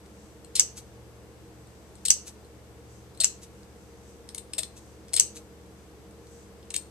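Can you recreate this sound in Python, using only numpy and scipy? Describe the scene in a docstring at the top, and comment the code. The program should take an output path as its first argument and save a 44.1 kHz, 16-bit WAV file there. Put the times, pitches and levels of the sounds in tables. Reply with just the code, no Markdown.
"""A small room with a worktable, on which scissors snip through thick fabric.
Parting threads shake the resonant blades; in each snap a first touch, a main contact and a rebound strike them.
Dense grains make the scrape of opening blades and the faint cloth rustle; short knocks sound the table.
An appliance blows shaped noise with a faint whistle and hums in wavering tones; two small microphones each
add a treble resonance, and their preamplifier adds hiss."""
import sys
import numpy as np
from scipy import signal
from scipy.io import wavfile

SR = 44100
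rng = np.random.default_rng(int(sys.argv[2]) if len(sys.argv) > 2 else 0)


def wav_record(signal):
    """Record a signal, one row per channel, as 16-bit PCM in the file named by sys.argv[1]."""
    frames = np.transpose(np.atleast_2d(signal))
    bounded = np.clip(frames, -1, 1)
    # unit amplitude maps onto the largest positive 16-bit level
    quanta = np.round(bounded * 32767).astype(np.int16)
    wavfile.write(sys.argv[1], SR, quanta)


def decibels_to_gain(level_db):
    """Convert a level in decibels to a linear amplitude gain (20 dB per decade)."""
    exponent = np.asarray(level_db, float) / 20
    return 10 ** exponent


N = 304686   # samples

# appliance motor tones: pitch_hz, level_db (rms), waver_db (spread)
MOTOR_TONES = [(58.8, -63.5, .8), (73.5, -56.5, .5), (117.6, -60.5, 2.5), (467, -62, 2.5), (8000, -84, 1.5)]
# spectral density of the blown air, relative: centre_hz, density_db (per Hz)
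AIR_SPECTRUM = [(28, -16), (40, -10), (65, -11.5), (95, -6), (146, -6.5), (193, -2.5), (255, -17.5),
                (323, -4), (465, -14.5), (669, -11.5), (1200, -18), (2500, -25.5), (5000, -33)]
# balance of the blown air: centre_hz, left_minus_right_db
AIR_BALANCE = [(60, 5), (240, 0), (940, 1.5), (3720, 5), (14700, 2)]
# correlation of the blown air between the microphones: centre_hz, correlation (-1 to 1)
AIR_LIKENESS = [(60, 0.43), (180, 0.67), (540, 0.75), (1630, 0.19), (4890, 0.078), (14700, -0.02)]
# narrow noisy peaks in the blower sound, with a faint whistle at 4.8 kHz: centre_hz, width_hz, level_db (rms)
AIR_PEAKS = [(198, 45, -61), (313.2, 32, -62), (394, 84, -65), (459.8, 120, -60), (508, 35, -75),
             (4800, 80, -82)]
AIR_DB, HISS_DB = -54.5, -62.5   # rms where each noise is added

# cloth rustling in soft swells: middle_s, length_s, level_db (at the crest)
RUSTLE_SWELLS = [(0.227, 0.2, -71), (0.846, .3, -82), (1.95, 0.63, -78), (2.95, 0.14, -68),
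                 (3.598, 0.13, -77.5), (3.852, 0.23, -76), (4.098, 0.13, -68), (4.87, 0.18, -70),
                 (5.8, 0.092, -77), (6.364, 0.18, -65.5)]
RUSTLE_BED_DB = -73

# blades scraping open again: middle_s, level_db (at the crest)
OPENING_STROKES = [(0.78, -42), (2.278, -42.5), (3.432, -47.5), (4.775, -50), (5.368, -41.5)]
# colour of the scrape: centre_hz, width_hz, level_db (relative)
SCRAPE_MODES = [(1320, 250, -13), (2580, 830, -9), (3800, 970, -4), (6300, 3500, -5.5), (9700, 1600, 0),
                (12700, 2800, -5.5)]
OPENING_S = 0.03

# lower blade knocking the table: start_s, level_db (before the table's gain)
TABLE_KNOCKS = [(3.203, -25), (4.583, -23.5), (5.135, -27.5)]
# table top resonance: centre_hz, width_hz, gain_db (for a one-sample knock)
TABLE_MODES = [(635, 37, 30)]

# blades shearing a bunch of threads: start_s, length_ms, drive_db (before SHEAR_GAIN_DB), deep_modes_db
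THREAD_BITES = [(0.552, 17, -24.5, -6.5), (.567, 41, -41.5, 9), (2.0505, 14.6, -24, -6.5),
                (2.081, 6, -24, -1), (2.1, 9, -32.5, 4), (3.2007, 7.8, -22, -12), (3.208, 6.8, -24, -9),
                (3.214, 14, -38.5, 8), (3.233, 8.6, -26.5, 1.5), (4.2885, 4.5, -43, 6),
                (4.3456, 5.4, -31.5, -5.5), (4.3777, 8.6, -34, -2.5), (4.533, 5.9, -31.5, 0.5),
                (4.58, 14.7, -24.5, 0), (4.631, 5, -30.5, 3), (5.133, 4, -26, -3.5),
                (5.137, 6.9, -21.5, -4), (5.1625, 6.6, -19, -6), (5.172, 6.7, -33, 8.5),
                (5.18, 6.5, -35.5, 8), (5.195, 3.1, -22, -0.5), (6.703, 6.3, -36, 1.5),
                (6.739, 8.2, -27.5, 1.5), (6.749, 21, -38.5, 3), (6.761, 5.3, -24.5, -8)]
# blade tips catching a few fibres: start_s, drive_db (before SHEAR_GAIN_DB), deep_modes_db
FIBRE_CATCHES = [(0.0592, -60.5, 5), (0.4448, -48, -1), (1.6696, -61, -2), (1.953, -51.5, -10),
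                 (1.982, -64, 5.5), (2.446, -56, -6), (3.1477, -58.5, 5), (3.1728, -49, -3),
                 (3.6308, -55, -4), (5.0818, -54.5, 12.5), (5.0903, -59, 12), (5.126, -49, 3),
                 (6.1075, -57.5, -8), (6.268, -59, 3), (6.627, -65.5, 14.5), (6.652, -64, -5),
                 (6.787, -51, -3)]
# metallic 4 kHz ring, damped by the cloth pile to a varying degree: time_s, level_db
METALLIC_RING = [(0, -4), (3.3, -2), (4.2, -8.5), (6.9, -8)]
# blade resonances under shear, deep, middle and high: centre_hz, width_hz, level_db (relative)
DEEP_MODES = [(1400, 520, -26), (1822, 180, -19), (2180, 200, -14), (2640, 390, -13), (3680, 320, -9.5),
              (4800, 450, -4.5), (4860, 680, -2), (5240, 630, -17.5)]
MIDDLE_MODES = [(4150, 240, 0)]
HIGH_MODES = [(7270, 790, -10.5), (8280, 250, 0.5), (9840, 1700, -7.5), (11600, 1100, -12),
              (13300, 1600, -13)]
CATCH_MS, ATTACK_MS, RELEASE_MS = 4, 2.2, 3   # thread resistance builds up, holds, lets go
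SHEAR_GAIN_DB, STRIKE_GAIN_DB = 13, 17.5      # radiation of steel shaken by threads, and struck

# blades snapping shut: contact_s, level_db (before STRIKE_GAIN_DB), first_touch_db (against it),
# bright_db (modes above 7 kHz)
BLADE_SNAPS = [(0.5968, 2, -7, .7), (2.105, 4.5, -7.5, -0.6), (3.2446, 0.2, -10, 0.5),
               (5.1988, 2, -4.5, 1.6)]
# blade resonances when struck shut: centre_hz, width_hz, level_db (relative)
SHUT_MODES = [(1096, 700, -23.5), (2190, 500, -16.5), (2880, 350, -9.5), (3560, 380, -14),
              (4600, 480, -4.5), (5640, 1330, -0.5), (6580, 1400, 2), (7520, 800, 3.5), (7953, 900, 0),
              (9760, 460, -3), (11460, 2900, -13.5), (13900, 1800, -22.5)]
FIRST_LEAD_S, REBOUND_S, REBOUND_DB, REBOUND_BRIGHT_DB = .0014, .0017, -12.5, 4

# decay of the diffuse tail: centre_hz, t60_s
ROOM_DECAY = [(1500, 0.28), (3000, 0.3), (6000, 0.26), (11000, 0.23)]
TAIL_DB, EARLY_DB, WALL_ECHO_DB = -11.5, -8, -16
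EARLY_T60_S, WALL_ECHO_S = 0.092, 0.01
LEFT_LAG = 4       # samples
SHADOW_HZ = 9700   # the raised cloth screens the right port from the treble of the shearing point

# microphone ports, left then right: resonance_hz, width_hz, added_db (resonant path), treble_cut_hz
MICROPHONE_PORTS = [(7890, 900, 7, 10270), (6240, 670, 11, 5500)]
STOP_HZ = 14450    # stop-band edge


def rms_one(x):
    """Normalisation: the signal is scaled to unit rms."""
    return x / np.sqrt(np.mean(x ** 2) + 1e-20)


def at_hz(points, hz):
    """Interpolation on a logarithmic frequency axis."""
    table_hz, values = np.array(points)[:, :2].T
    return np.interp(np.log(hz), np.log(table_hz), values)


def drift(rate_hz):
    """Low-pass filtered chance: a slow random motion of unit spread."""
    hop = 40   # samples between computed points
    r = np.exp(-2 * np.pi * rate_hz * hop / SR)
    white = rng.standard_normal(N // hop + 2002)
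    slow = signal.lfilter([1], [1, -2 * r, r * r], white)[2000:]   # skip the filter's onset
    return np.interp(np.arange(N) / hop, np.arange(len(slow)), rms_one(slow))


def resonance(x, hz, width_hz):
    """Damped oscillator: a two-pole band-pass with unit gain at its peak."""
    r = np.exp(-np.pi * width_hz / SR)
    zeros = np.array([1, 0, -1]) * (1 - r * r) / 2
    poles = [1, -2 * r * np.cos(2 * np.pi * hz / SR), r * r]
    return signal.lfilter(zeros, poles, x + 1e-18)


def body(x, modes):
    """Modal superposition: parallel resonances with alternating signs."""
    return sum((-1) ** k * decibels_to_gain(db) * resonance(x, hz, width) for k, (hz, width, db) in enumerate(modes))


def octave_bands(lowest_hz, count, step):
    """Constant-ratio analysis: adjoining band-passes, step octaves wide, with their centres."""
    edges = lowest_hz * 2 ** (step * np.arange(count + 1))
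    return [(np.sqrt(a * b), signal.butter(2, [a, b], "band", fs=SR, output="sos"))
            for a, b in zip(edges, edges[1:])]


def threads(per_s, spread_db):
    """Random impulse process: single grains at chance moments with uneven strength and sign."""
    sizes = decibels_to_gain(spread_db * np.minimum(rng.exponential(1, N), 4)) * rng.choice([-1, 1], N)
    return sizes * (rng.random(N) < per_s / SR)


def swells(rows):
    """Gaussian envelopes: summed bell-shaped gains in time from (middle_s, length_s, level_db)."""
    t = np.arange(N) / SR
    return sum(decibels_to_gain(db) * np.exp(-(2 * (t - s) / length) ** 2) for s, length, db in rows)


def blown_air():
    """Partly correlated noise: shared and opposed parts set the likeness of the sides; narrow peaks add to it."""
    white, air = rng.standard_normal((2, 2, N)), 0
    opposed = np.array([[1], [-1]])
    for k, (hz, band) in enumerate(octave_bands(27.85, count=23, step=1 / 3)):
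        mid, side = signal.sosfilt(band, white[k % 2])   # neighbouring bands use separate noise
        alike = np.clip(at_hz(AIR_LIKENESS, hz), -1, 1)
        gain = decibels_to_gain(at_hz(AIR_SPECTRUM, hz) + at_hz(AIR_BALANCE, hz) * opposed / 2)
        air = air + gain * (np.sqrt(1 + alike) * mid + np.sqrt(1 - alike) * side * opposed)
    out = decibels_to_gain(AIR_DB) * rms_one(air)
    for hz, width, db in AIR_PEAKS:
        mid, side = rng.standard_normal((2, N))
        once = resonance(mid + 0.13 * side * opposed, hz, width)
        out = out + decibels_to_gain(db) * rms_one(resonance(once, hz, width))
    return out


def motor_hum():
    """Quasi-periodic tones: sinusoids whose phase and level waver slowly."""
    out = 0
    for hz, db, waver_db in MOTOR_TONES:
        phase = 2 * np.pi * hz * np.arange(N) / SR + 1.1 * drift(0.59) + rng.uniform(0, 2 * np.pi)
        level = np.sqrt(2) * decibels_to_gain(db + waver_db * drift(0.85))
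        out = out + level * np.sin(phase + [[.1], [-.1]])   # radians, left and right
    return out


def appliance():
    """Superposition of flow noise and motor tones."""
    return blown_air() + motor_hum()


def rustle():
    """Distributed friction: fine fibres slide over a wide patch in dense bright grains, unlike on each side."""
    grains = [threads(per_s=19000, spread_db=4.5) for side in range(2)]
    bright = signal.sosfilt(signal.butter(2, [5000, 9500], "band", fs=SR, output="sos"), grains)
    return (decibels_to_gain(RUSTLE_BED_DB) + swells(RUSTLE_SWELLS)) * rms_one(bright)


def openings():
    """Sliding friction: steel on steel and cloth gives dense grains, broad in colour."""
    strokes = [(s, OPENING_S, db) for s, db in OPENING_STROKES]
    return swells(strokes) * rms_one(body(threads(per_s=12000, spread_db=5.5), SCRAPE_MODES))


def table_knocks():
    """Impulse response: the lower blade's knocks ring the table top."""
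    push = np.zeros(N)
    s, db = np.transpose(TABLE_KNOCKS)
    push[np.round(s * SR).astype(int)] = decibels_to_gain(db)
    return body(push, TABLE_MODES)


def bites():
    """Forced vibration: bursts of parting threads shake the blade modes, a little differently every time."""
    parting, out = threads(per_s=14000, spread_db=2.0), np.zeros(N)
    modes = DEEP_MODES + MIDDLE_MODES + HIGH_MODES
    counts = [len(DEEP_MODES), len(MIDDLE_MODES), len(HIGH_MODES)]
    bursts = THREAD_BITES + [(s, CATCH_MS, db, deep_db) for s, db, deep_db in FIBRE_CATCHES]
    grips = rng.normal(0, 1.5, (len(bursts), len(modes)))   # dB
    for (s, ms, db, deep_db), grip_db in zip(bursts, grips):
        i, n = round(s * SR), round(ms * SR / 1000)
        way_ms = np.arange(n) * 1000 / SR
        resistance = np.minimum(way_ms / ATTACK_MS, (ms - way_ms) / RELEASE_MS)
        stroke = 0.16 + np.minimum(1, resistance)
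        drive = decibels_to_gain(db + SHEAR_GAIN_DB) * rms_one(parting[i:i + n] * stroke)
        burst = np.pad(drive, (0, SR // 50))   # room to ring out
        ring_db = np.interp(s, *np.transpose(METALLIC_RING))
        lift_db = np.repeat([deep_db, ring_db, 0], counts) + grip_db
        shaken = [(hz, width, mode_db + lift) for (hz, width, mode_db), lift in zip(modes, lift_db)]
        out[i:i + len(burst)] += body(burst, shaken)
    return out - 0.68 * resonance(out, 6290, 1010)   # the crunch of the threads is weak near 6 kHz


def strike(s, level_db, bright_db):
    """Impact excitation: every contact strikes each blade mode with a strength of its own."""
    out = np.zeros(N)
    for k, (hz, width, db) in enumerate(SHUT_MODES):
        clicks = np.zeros(N)
        spread_db = rng.normal(0, 1.5, len(s))
        strength_db = level_db + db + STRIKE_GAIN_DB + bright_db * (hz > 7000) + spread_db
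        clicks[np.round(s * SR).astype(int)] = decibels_to_gain(strength_db)
        out += (-1) ** k * resonance(clicks, hz, width)
    return out


def snaps():
    """Repeated impact: a snap is first touch, main contact and rebound, returned as three signals."""
    s, db, first_db, bright_db = np.transpose(BLADE_SNAPS)
    first = strike(s - FIRST_LEAD_S, db + first_db, bright_db)
    main = strike(s, db, bright_db)
    rebound = strike(s + REBOUND_S, db + REBOUND_DB, bright_db + REBOUND_BRIGHT_DB)
    return [first, main, rebound]


def room(x):
    """Reverberation: near-wall echoes, quick early decay and a banded diffuse tail, unlike at each microphone."""
    t = np.arange(SR // 2) / SR
    noise, tail = rng.standard_normal((3, 2, len(t))), 0
    for hz, band in octave_bands(496, count=9, step=.55):
        tail = tail + signal.sosfilt(band, noise[0]) * decibels_to_gain(-60 * t / at_hz(ROOM_DECAY, hz))
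    build_up = np.clip(t / 0.006, 0, 1) ** 3
    early = noise[1] * decibels_to_gain(-60 * t / EARLY_T60_S) * np.sqrt(build_up)
    wall = noise[2] * np.exp(-((t - WALL_ECHO_S) / .0022) ** 2)
    parts = [(tail * build_up, TAIL_DB), (early, EARLY_DB), (wall, WALL_ECHO_DB)]
    answer = sum(decibels_to_gain(db) * h / np.linalg.norm(h, axis=1, keepdims=True) for h, db in parts)
    return signal.fftconvolve(x[None], answer, axes=1)[:, :N]


def scene():
    """Direct and reverberant fields: scissors reach both ports straight and by the room, over the background."""
    background = appliance() + rustle()
    shear = openings() + table_knocks() + bites()
    contacts = snaps()
    shaded = signal.sosfilt(signal.butter(2, SHADOW_HZ, fs=SR, output="sos"), shear)
    left = np.roll(shear + sum(contacts), LEFT_LAG)   # the scissors are nearer the right microphone
    direct = np.array([left, shaded + sum(contacts)])
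    # the contacts sound from different points along the blades, so each has its own paths through the room
    reflected = sum(room(source) for source in [shear] + contacts)
    return direct + reflected + background


def band_limit(x):
    """A steep low-pass at the top of the band."""
    return signal.sosfilt(signal.butter(12, 15310, fs=SR, output="sos"), x)


def record(dry):
    """Port resonance and saturation: ports lift treble; the preamplifier hisses, cuts the top, rounds peaks."""
    ports = []
    for x, (hz, width, added_db, cut_hz) in zip(dry, MICROPHONE_PORTS):
        lifted = x + decibels_to_gain(added_db) * resonance(x, hz, width)
        ports.append(signal.sosfilt(signal.butter(2, cut_hz, fs=SR, output="sos"), lifted))
    hiss = signal.lfilter([1], [1, -.3], rng.standard_normal(dry.shape))
    top_cut = signal.cheby2(16, 45, STOP_HZ, fs=SR, output="sos")
    x = signal.sosfilt(top_cut, np.array(ports) + decibels_to_gain(HISS_DB) * rms_one(hiss))
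    rounded = x / (1 + x ** 8) ** (1 / 8)   # saturates at full scale
    # the converter softens the overload splash
    smoothing = signal.cheby2(6, 15, STOP_HZ, fs=SR, output="sos")
    return band_limit(signal.sosfilt(smoothing, rounded))


dry = scene()
out = record(dry)
wav_record(out)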